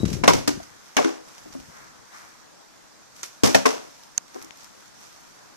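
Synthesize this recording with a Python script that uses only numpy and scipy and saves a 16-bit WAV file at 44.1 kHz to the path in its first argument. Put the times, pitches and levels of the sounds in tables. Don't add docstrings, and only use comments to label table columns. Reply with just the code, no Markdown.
import sys
import numpy as np
from scipy import signal
from scipy.fft import rfft, irfft, next_fast_len
from scipy.io import wavfile
from scipy.ndimage import uniform_filter1d

SR = 44100
rng = np.random.default_rng(int(sys.argv[2]) if len(sys.argv) > 2 else 0)


def amplitude_ratio(level_db):
    exponent = np.asarray(level_db, float) / 20
    return 10 ** exponent


def output_pcm(signal):
    pcm = np.clip(np.atleast_2d(signal).T, -1, 1) * 32767
    wavfile.write(sys.argv[1], SR, np.round(pcm).astype(np.int16))


N = 245195

# frequency in Hz, density in dB per Hz.
GRIT_SPECTRUM = [(240, -0.5), (400, -6.5), (473, 1), (672, -11.5), (885, -7), (1100, -8), (2540, -15),
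                 (5880, -16), (14100, -28.5), (15400, -55)]


def evened(x):
    return x / np.sqrt(np.mean(x ** 2) + 1e-20)


def read(points, hz):
    f, value = np.transpose(points)
    return np.interp(np.log(hz + 1), np.log(f + 1), value)


def add(mix, start_s, sound):
    part = mix[..., round(start_s * SR):][..., :sound.shape[-1]]
    part += sound[..., :part.shape[-1]]


def filtered(x, hz, kind):
    return signal.sosfilt(signal.butter(2, hz, kind, fs=SR, output="sos"), x)


def colour(x, spectrum, tilt_db=0):
    hz = np.fft.rfftfreq(x.shape[-1], 1 / SR)
    gain_db = read(spectrum, hz) + tilt_db * np.log2((hz + 50) / 3000)
    return irfft(rfft(x) * amplitude_ratio(gain_db), x.shape[-1])


def level(curves, column):
    t = np.arange(N) / SR
    gain = np.zeros(N)
    for curve in curves:
        points = np.array(curve)
        gain += amplitude_ratio(np.interp(t, points[:, 0], points[:, column], -120, -120))
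    return uniform_filter1d(gain, size=700)


def ring(hz, db, t60_s, rise_s=0.00023):
    t = np.arange(round(t60_s * SR) + 8) / SR
    return amplitude_ratio(db - 60 * t / t60_s) * (1 - np.exp(-t / rise_s)) * np.sin(2 * np.pi * hz * t)


def crackle(shape, per_s, spread_db):
    size = amplitude_ratio(spread_db * np.minimum(rng.exponential(1, shape), 5))
    return rng.standard_normal(shape) * size * (rng.random(shape) < per_s / SR)


def ports(a, b, same, lean):
    size = next_fast_len(N + 4096)
    hz = np.fft.rfftfreq(size, 1 / SR)
    likeness = np.clip(read(same, hz), -.98, .98)
    gain = amplitude_ratio(-read(lean, hz))
    a, b = rfft(a, size), rfft(b, size)
    right = gain * (likeness * a + np.sqrt(1 - likeness ** 2) * b)
    mid = np.sqrt(1 + 2 * likeness * gain + gain ** 2)
    return irfft(2 * np.array([a, right]) / mid, size)[:, :N]


def hiss():
    # frequency in Hz, density in dB per Hz.
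    hiss_spectrum = [(12, -39), (20, -7), (38, -15), (144, -5.5), (289, -4), (323, -2), (361, -6.5),
                     (647, -3), (1010, -2), (1490, -4), (2900, -13), (6150, -7.5), (9080, -17.5),
                     (14200, -24), (15400, -41)]
    # frequency in Hz, likeness of the two ports from -1 to 1.
    hiss_likeness = [(60, -0.14), (180, -0.8), (550, -0.28), (1640, 0.19), (4960, -0.11), (15000, 0.054)]
    # frequency in Hz, left over right in dB.
    hiss_lean = [(60, 2.0), (99, 2.5), (160, 1), (270, 5), (450, 3.5), (740, 2), (1220, 1), (2010, 2.5),
                 (3320, 1), (5480, -8), (9050, 5.5), (15000, -3)]
    hiss_db = -54.5
    hz, t, z = signal.stft(rng.standard_normal((2, N)), SR, nperseg=512)
    patches = uniform_filter1d(rng.standard_normal(z.shape), 6, 1)
    patches = evened(uniform_filter1d(patches, 10, 2))
    noise = signal.istft(z * amplitude_ratio(1.65 * patches), SR, nperseg=512)[1][:, :N]
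    a, b = amplitude_ratio(hiss_db) * evened(colour(noise, hiss_spectrum))
    return ports(a, b, hiss_likeness, hiss_lean)


def room(x):
    # frequency in Hz, t60 in s.
    decay_times = [(120, 0.6), (300, 0.39), (700, 0.39), (1800, 0.4), (5000, 0.4), (12000, 0.37)]
    taps = np.zeros((2, SR // 2))
    at = np.arange(200, SR // 2 - 20, 20)
    at = at + rng.integers(0, 20, (2, len(at)))
    np.put_along_axis(taps, at, rng.choice([-1., 1.], at.shape), 1)
    hz, t, z = signal.stft(taps, SR, nperseg=256)
    decay = amplitude_ratio(-60 * t / read(decay_times, hz)[:, None])
    tail = signal.istft(z * decay, SR, nperseg=256)[1]
    return signal.fftconvolve(x, tail / np.linalg.norm(tail[0]), axes=1)[:, :N]


def pane():
    # frequency in Hz, level in dB, t60 in s.
    pane_modes = [(3870, -46, .6), (3905, -50, .7), (7800, -56, .2)]
    out = np.zeros((2, N))
    for hz, db, t60_s in pane_modes:
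        add(out, 0, [[1], [-1]] * ring(hz, db, t60_s))
    return out


def strokes(column):
    # start in s, hold in s, soft swish in dB, crisp rustle in dB.
    slides = [(0.02, .04, -52, -51), (0.62, .04, -53, -55), (0.86, .08, -60, -58), (1.28, .4, -59, -56),
              (1.77, .07, -51, -60), (2.15, .06, -47.5, -53), (3.2, .02, -57, -52), (3.26, .01, -70, -65),
              (3.84, .22, -70, -58), (4.36, .06, -52, -54), (4.6, .05, -62, -56), (4.8, .1, -64, -61),
              (5.02, .05, -61, -54), (5.17, .3, -61, -63)]
    reach_s, reach_db, sag_db, lift_s, lift_db = .08, -16, -2, .25, -19
    curves = []
    for row in slides:
        s, hold_s = row[:2]
        end_s = s + hold_s
        shape = [(s - reach_s, reach_db), (s, 0), (end_s, sag_db), (end_s + lift_s, lift_db)]
        curves.append(np.add(shape, [0, row[column]]))
    return level(curves, column=1)


def cloth():
    # frequency in Hz, density in dB per Hz.
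    swish_spectrum = [(500, -16.5), (900, -1.5), (1400, 2.5), (2100, -5.5), (3200, -28.5)]
    swish = evened(colour(rng.standard_normal((2, N)), swish_spectrum))
    rustle = evened(colour(crackle((2, N), 5000, 2.5), GRIT_SPECTRUM, tilt_db=3.5))
    return swish * strokes(column=2) + rustle * strokes(column=3)


def finger_bumps():
    # start in s, peak in dB, frequency in Hz.
    bumps = [(0.007, -34, 302), (0.032, -6, 240), (0.041, -5, 187), (0.058, -13.5, 175), (0.069, -18, 153),
             (0.101, -32, 151), (0.121, -21, 163), (0.137, -12.5, 144), (0.159, -27, 113),
             (1.588, -39, 188), (1.684, -39, 120), (1.697, -40, 155), (1.595, -42, 65), (3.547, -33, 70)]
    out = np.zeros((2, N))
    for s, db, hz in bumps:
        swing = ring(hz, 0, 4.14 / hz, rise_s=0.083 / hz)
        add(out, s, -amplitude_ratio([[db + 5.5], [db - 10.5]]) * swing)
    return filtered(filtered(out, 53, "high"), 750, "low")


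def rubbing():
    # time in s, level in dB.
    rubs = [
        [(0.0, -34), (0.17, -37), (0.398, -41.5), (0.442, -49.5), (0.568, -45), (0.658, -63.5), (0.8, -68)],
        [(1.4, -64), (1.626, -59), (1.742, -71), (2.1, -73)],
    ]
    grains = filtered(crackle((2, N), 500, 2.1), [45, 330], "bandpass")
    return amplitude_ratio([[8], [-4]]) * evened(filtered(grains, 450, "low")) * level(rubs, column=1)


def snaps():
    # start in s, frequency in Hz, left in dB, right in dB, t60 in s.
    snap_modes = [(4.1771, 6200, -38, -17, .008), (4.1783, 1570, -19, -45, 0.0034),
                  (4.179, 6510, -9, 6, 0.0031), (4.1788, 4540, -28, -7, 0.0043),
                  (4.1796, 10500, -9, -29, 0.0018), (4.1808, 1460, -20.5, -31, 0.0046),
                  (4.1798, 6000, -41, -18, 0.011), (4.1825, 735, -30.5, -50, 0.012),
                  (4.1811, 2600, -21, -19, 0.0032), (4.508, 2530, -8.5, -44, 0.001),
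                  (4.509, 6500, -27, -38, 0.0027), (.968, 6400, -12.5, -37, 0.014),
                  (3.2312, 6600, -22, -24, 0.013), (4.1796, 13000, -22, -32, .002),
                  (4.180, 255, -38, -52, .02)]
    out = np.zeros((2, N))
    for s, hz, left_db, right_db, t60_s in snap_modes:
        add(out, s, amplitude_ratio([[left_db], [right_db]]) * ring(hz, 3.6, t60_s, rise_s=0.000233))
    return out


def ticks():
    # start in s, peak in dB, brightness in dB per octave, left over right in dB, t60 in s.
    cracks = [(0.631, -31, 4, 0.0, 0.025), (1.27, -39, -7.5, -5, 0.02), (1.2872, -37, 7.5, -16, 0.013),
              (1.3806, -28, 0.5, 0, 0.029), (1.4194, -37, -1, -3.0, 0.02),
              (1.5244, -33.5, 1.5, -4.0, 0.049), (1.5374, -34, 2, 10, 0.051), (1.6008, -32, 1, 2, 0.021),
              (3.1615, -36, 5, 7, 0.036), (4.0352, -32, 4.5, 2, 0.014), (4.28, -38.5, 4, 1, 0.028),
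              (4.345, -41, 3, -15, 0.02), (4.3614, -48, -4, -5.0, 0.02), (4.386, -40, 3, 5, 0.017),
              (4.4159, -31, 0, 3, 0.041), (4.4246, -31.5, 9, 6, 0.03), (4.446, -30, 9, 3, 0.02),
              (4.5711, -37.5, 9, 2, 0.024), (4.6059, -37, 1.5, 3, 0.024), (4.6324, -36, 2, 9, 0.02),
              (4.6444, -32, 5.5, 4, 0.017)]
    out, t = np.zeros((2, N)), np.arange(1024) / SR
    for s, db, tilt_db, pan_db, t60_s in cracks:
        grit = evened(colour(crackle((2, len(t)), 10000, 3.6), GRIT_SPECTRUM, tilt_db))
        sides = amplitude_ratio([[db - 9 + pan_db / 2], [db - 6 - pan_db / 2]])
        add(out, s, sides * amplitude_ratio(-60 * t / t60_s) * grit)
    return out


def water():
    # start in s, wall crack in dB, fizz in dB re crack, t60 in s, brightness in dB per octave.
    throws = [(0.0519, -24.5, -7, 0.13, 1), (0.0775, -33, -5, 0.6, 2), (0.1283, -22, -14, 0.3, 2.5),
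              (0.2372, -10.5, -4.5, 0.14, -3), (0.2775, -1, -4.5, 0.11, -.5),
              (0.3327, -13.5, -13, 0.3, 1.5), (0.4755, -8.5, -8, 0.1, 1.2), (0.9666, -6.5, -9, 0.1, -1),
              (0.9816, -12, -10, 0.45, -2), (1.044, -21, -8.5, 0.36, 0), (3.2299, -25.5, -5.5, 0.15, 3.5),
              (3.4342, -12.5, -4, 0.36, 1.8), (3.5455, -7.5, -5.5, 0.15, 0), (3.6565, -8, -14, 0.4, -.5)]
    # frequency in Hz, density in dB per Hz.
    gurgle_spectrum = [(150, -37), (260, 2.5), (450, 4), (900, -5), (1500, -8.5), (2300, -27), (4000, -45)]
    landing_db, slop_db, swing_db = -21.5, 2, -12
    out, t = np.zeros((2, N)), np.arange(16384) / SR
    crack = amplitude_ratio(-60 * t / 0.028) * (1 - np.exp(-t / 0.002))
    for s, crack_db, fizz_db, t60_s, tilt_db in throws:
        gurgle_db = fizz_db + (slop_db if crack_db > landing_db else swing_db)
        drops = colour(crackle((2, len(t)), 9000, 3.0), GRIT_SPECTRUM, tilt_db)
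        drops = evened(filtered(drops, 370, "high"))
        slops = evened(colour(crackle((2, len(t)), 2500, 1.2), gurgle_spectrum))
        surge_db = 2.0 * evened(uniform_filter1d(rng.standard_normal(len(t)), 300))
        settle = amplitude_ratio(surge_db - 60 * t / t60_s) * (1 - np.exp(-t / 0.0015))
        splash = (crack + amplitude_ratio(fizz_db) * settle) * drops
        gurgle = amplitude_ratio(gurgle_db) * settle * slops
        add(out, s, amplitude_ratio(crack_db - 2.5) * (splash + gurgle))
    return out


def floor():
    # start in s, peak in dB, frequency in Hz.
    thumps = [
        (0.236, -31, 152),
        (0.279, -12, 167),
        (0.341, -18.7, 131.6),
        (3.433, -12, 124),
        (3.436, -13, 200),
        (3.547, -16, 195),
    ]
    out = np.zeros((2, N))
    for s, db, hz in thumps:
        add(out, s, ring(hz, db - 1, .22, rise_s=0.0035) + ring(hz * 0.62, db - 6, .22, rise_s=.008))
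    return out


def bottle():
    # start in s, knock in dB, knock in Hz, hollow note in dB, hollow in Hz.
    blows = [(0.2362, -1.5, 1030, -5, 400), (0.279, 5, 1040, -5.5, 278), (0.305, -2, 974, -29, 397),
             (0.335, -8, 770, -4, 349), (0.6, -25, 651, -29, 314), (0.969, -13, 2900, -6, 400),
             (0.988, -3, 800, -34, 279), (0.998, -6, 580, -13, 427), (3.231, -27, 1450, -57, 312),
             (3.435, -26, 770, 0, 275), (3.546, -2, 1800, 0, 540), (3.655, 3.5, 1080, 1, 451)]
    rebounds = [(0.288, 1, 980, -6.5, 380), (0.4772, -8.9, 656, -6, 291.3), (0.976, -4, 1720, -15, 560),
                (1.046, -13, 1513, -4.5, 330), (3.448, -19, 1050, -11.6, 251), (3.466, -10, 600, -7, 254),
                (3.483, -16, 870, -10, 325), (3.549, -2, 680, -8, 650), (3.664, -6, 1010, -8, 440)]
    touches = [
        (4.344, -31.5, 800, -25, 355),
        (4.359, -19, 710, -26.5, 409),
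        (4.431, -30, 790, -30.5, 328),
        (1.456, -28.5, 556, -29, 309),
        (1.55, -22, 560, -21.5, 264),
    ]
    # factor on knock Hz, level in dB, t60 in s.
    shell_modes = [(.72, -5.5, 0.024), (.87, -11, 0.0085), (1, 0.5, 0.041), (1.17, -8.5, 0.035),
                   (1.38, -10.5, 0.043), (1.7, -16, 0.042), (2.15, -6, 0.014), (2.9, -17.5, 0.0082)]
    # factor on hollow Hz, level in dB, factor on t60.
    air_modes = [(0.802, -10.5, 0.98), (1.001, 1, 0.89), (1.268, -7, 0.98)]
    # frequency in Hz, level in dB re hollow note, t60 in s.
    base_hz, base_db, base_t60_s = (268, -11, 0.19)
    pressed_t60_s, free_t60_s, held_t60_s = .07, .23, .19
    hits = [(*row, pressed_t60_s) for row in blows]
    hits += [(*row, free_t60_s) for row in rebounds]
    hits += [(*row, held_t60_s) for row in touches]
    out, t = np.zeros((2, N)), np.arange(900) / SR
    for s, knock_db, knock_hz, hollow_db, hollow_hz, hollow_t60_s in hits:
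        chatter = crackle((2, 900), 2500, 1.5) * np.exp(-t / .003) * .3
        chatter[:, 0] = 1
        chatter /= np.linalg.norm(chatter, axis=1, keepdims=True)
        rise_s = .001 if knock_db > -30 else .006
        for path, contact in zip(out, chatter):
            for factor, db, t60_s in shell_modes:
                hz = knock_hz * factor * rng.uniform(0.93, 1.06)
                wall = ring(hz, knock_db - 5.5 + db, t60_s, rise_s / 2)
                add(path, s, signal.fftconvolve(contact, wall))
            for factor, db, longer in air_modes:
                add(path, s, ring(hollow_hz * factor, hollow_db - 6 + db, hollow_t60_s * longer, rise_s))
        add(out, s, ring(base_hz, hollow_db + base_db, base_t60_s, 2 * rise_s))
    return filtered(filtered(out, 188, "high"), 188, "high")


def widened(a, b):
    # frequency in Hz, left over right in dB.
    port_lean = [(60, 1), (400, 2.5), (700, -1.5), (1300, 7.5), (2400, -3), (4000, 2.5), (5800, -7.5),
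                 (7500, 0.5), (10000, 5), (15000, 5)]
    split_hz, leak_db = 716, -11
    hz = abs(np.fft.fftfreq(4096, 1 / SR))
    log_gain = np.log(amplitude_ratio(-read(port_lean, hz)))
    duct = np.fft.ifft(np.exp(np.conj(signal.hilbert(log_gain)))).real[:2048]
    shared = signal.lfilter(*signal.butter(1, split_hz, fs=SR), a + amplitude_ratio(leak_db) * b)
    right = shared + filtered(b, split_hz, "high")
    return np.array([a, -signal.oaconvolve(right, duct)[:N]])


def scene():
    knocks, splash = bottle() + floor(), water()
    echoes = room(amplitude_ratio(-19) * knocks + amplitude_ratio(-9.5) * splash)
    air = knocks + splash + echoes + amplitude_ratio(3.0) * (cloth() + pane()) + ticks()
    return widened(*air) + finger_bumps() + rubbing() + snaps() + hiss()


def thinned(x):
    # frequency in Hz, share in dB.
    bin_floor = [(5000, -42), (8000, -1.5), (11000, 0), (14500, -3)]
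    # frequency in Hz, level in dB.
    band_floor = [(7000, -66), (9500, -50), (12000, -43), (14500, -37), (14900, -10)]
    hz, t, z = signal.stft(x, SR, nperseg=1024)
    band = np.sqrt(uniform_filter1d(abs(z) ** 2, size=15, axis=1))
    loudest = uniform_filter1d(band.max(1, keepdims=True), size=3, axis=2)
    jitter_db = 2.9 * rng.standard_normal((33, len(t))).repeat(16, axis=0)[:513]
    mask_db = read(band_floor, hz)[:, None] + jitter_db
    strong = abs(z) > band * amplitude_ratio(read(bin_floor, hz))[:, None]
    unmasked = band > loudest * amplitude_ratio(mask_db)
    sudden = loudest > 3.0 * np.roll(loudest, 2, axis=2)
    keep = (strong & unmasked) | sudden | (hz[:, None] < 5000)
    return signal.istft(z * keep, SR, nperseg=1024)[1][:, :N]


def low_pass(x):
    return signal.sosfilt(signal.butter(12, 15550, fs=SR, output="sos"), x)


def record(dry):
    mix = thinned(np.clip(dry, -.99, .99))
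    return low_pass(mix)


dry = scene()
out = record(dry)
output_pcm(out)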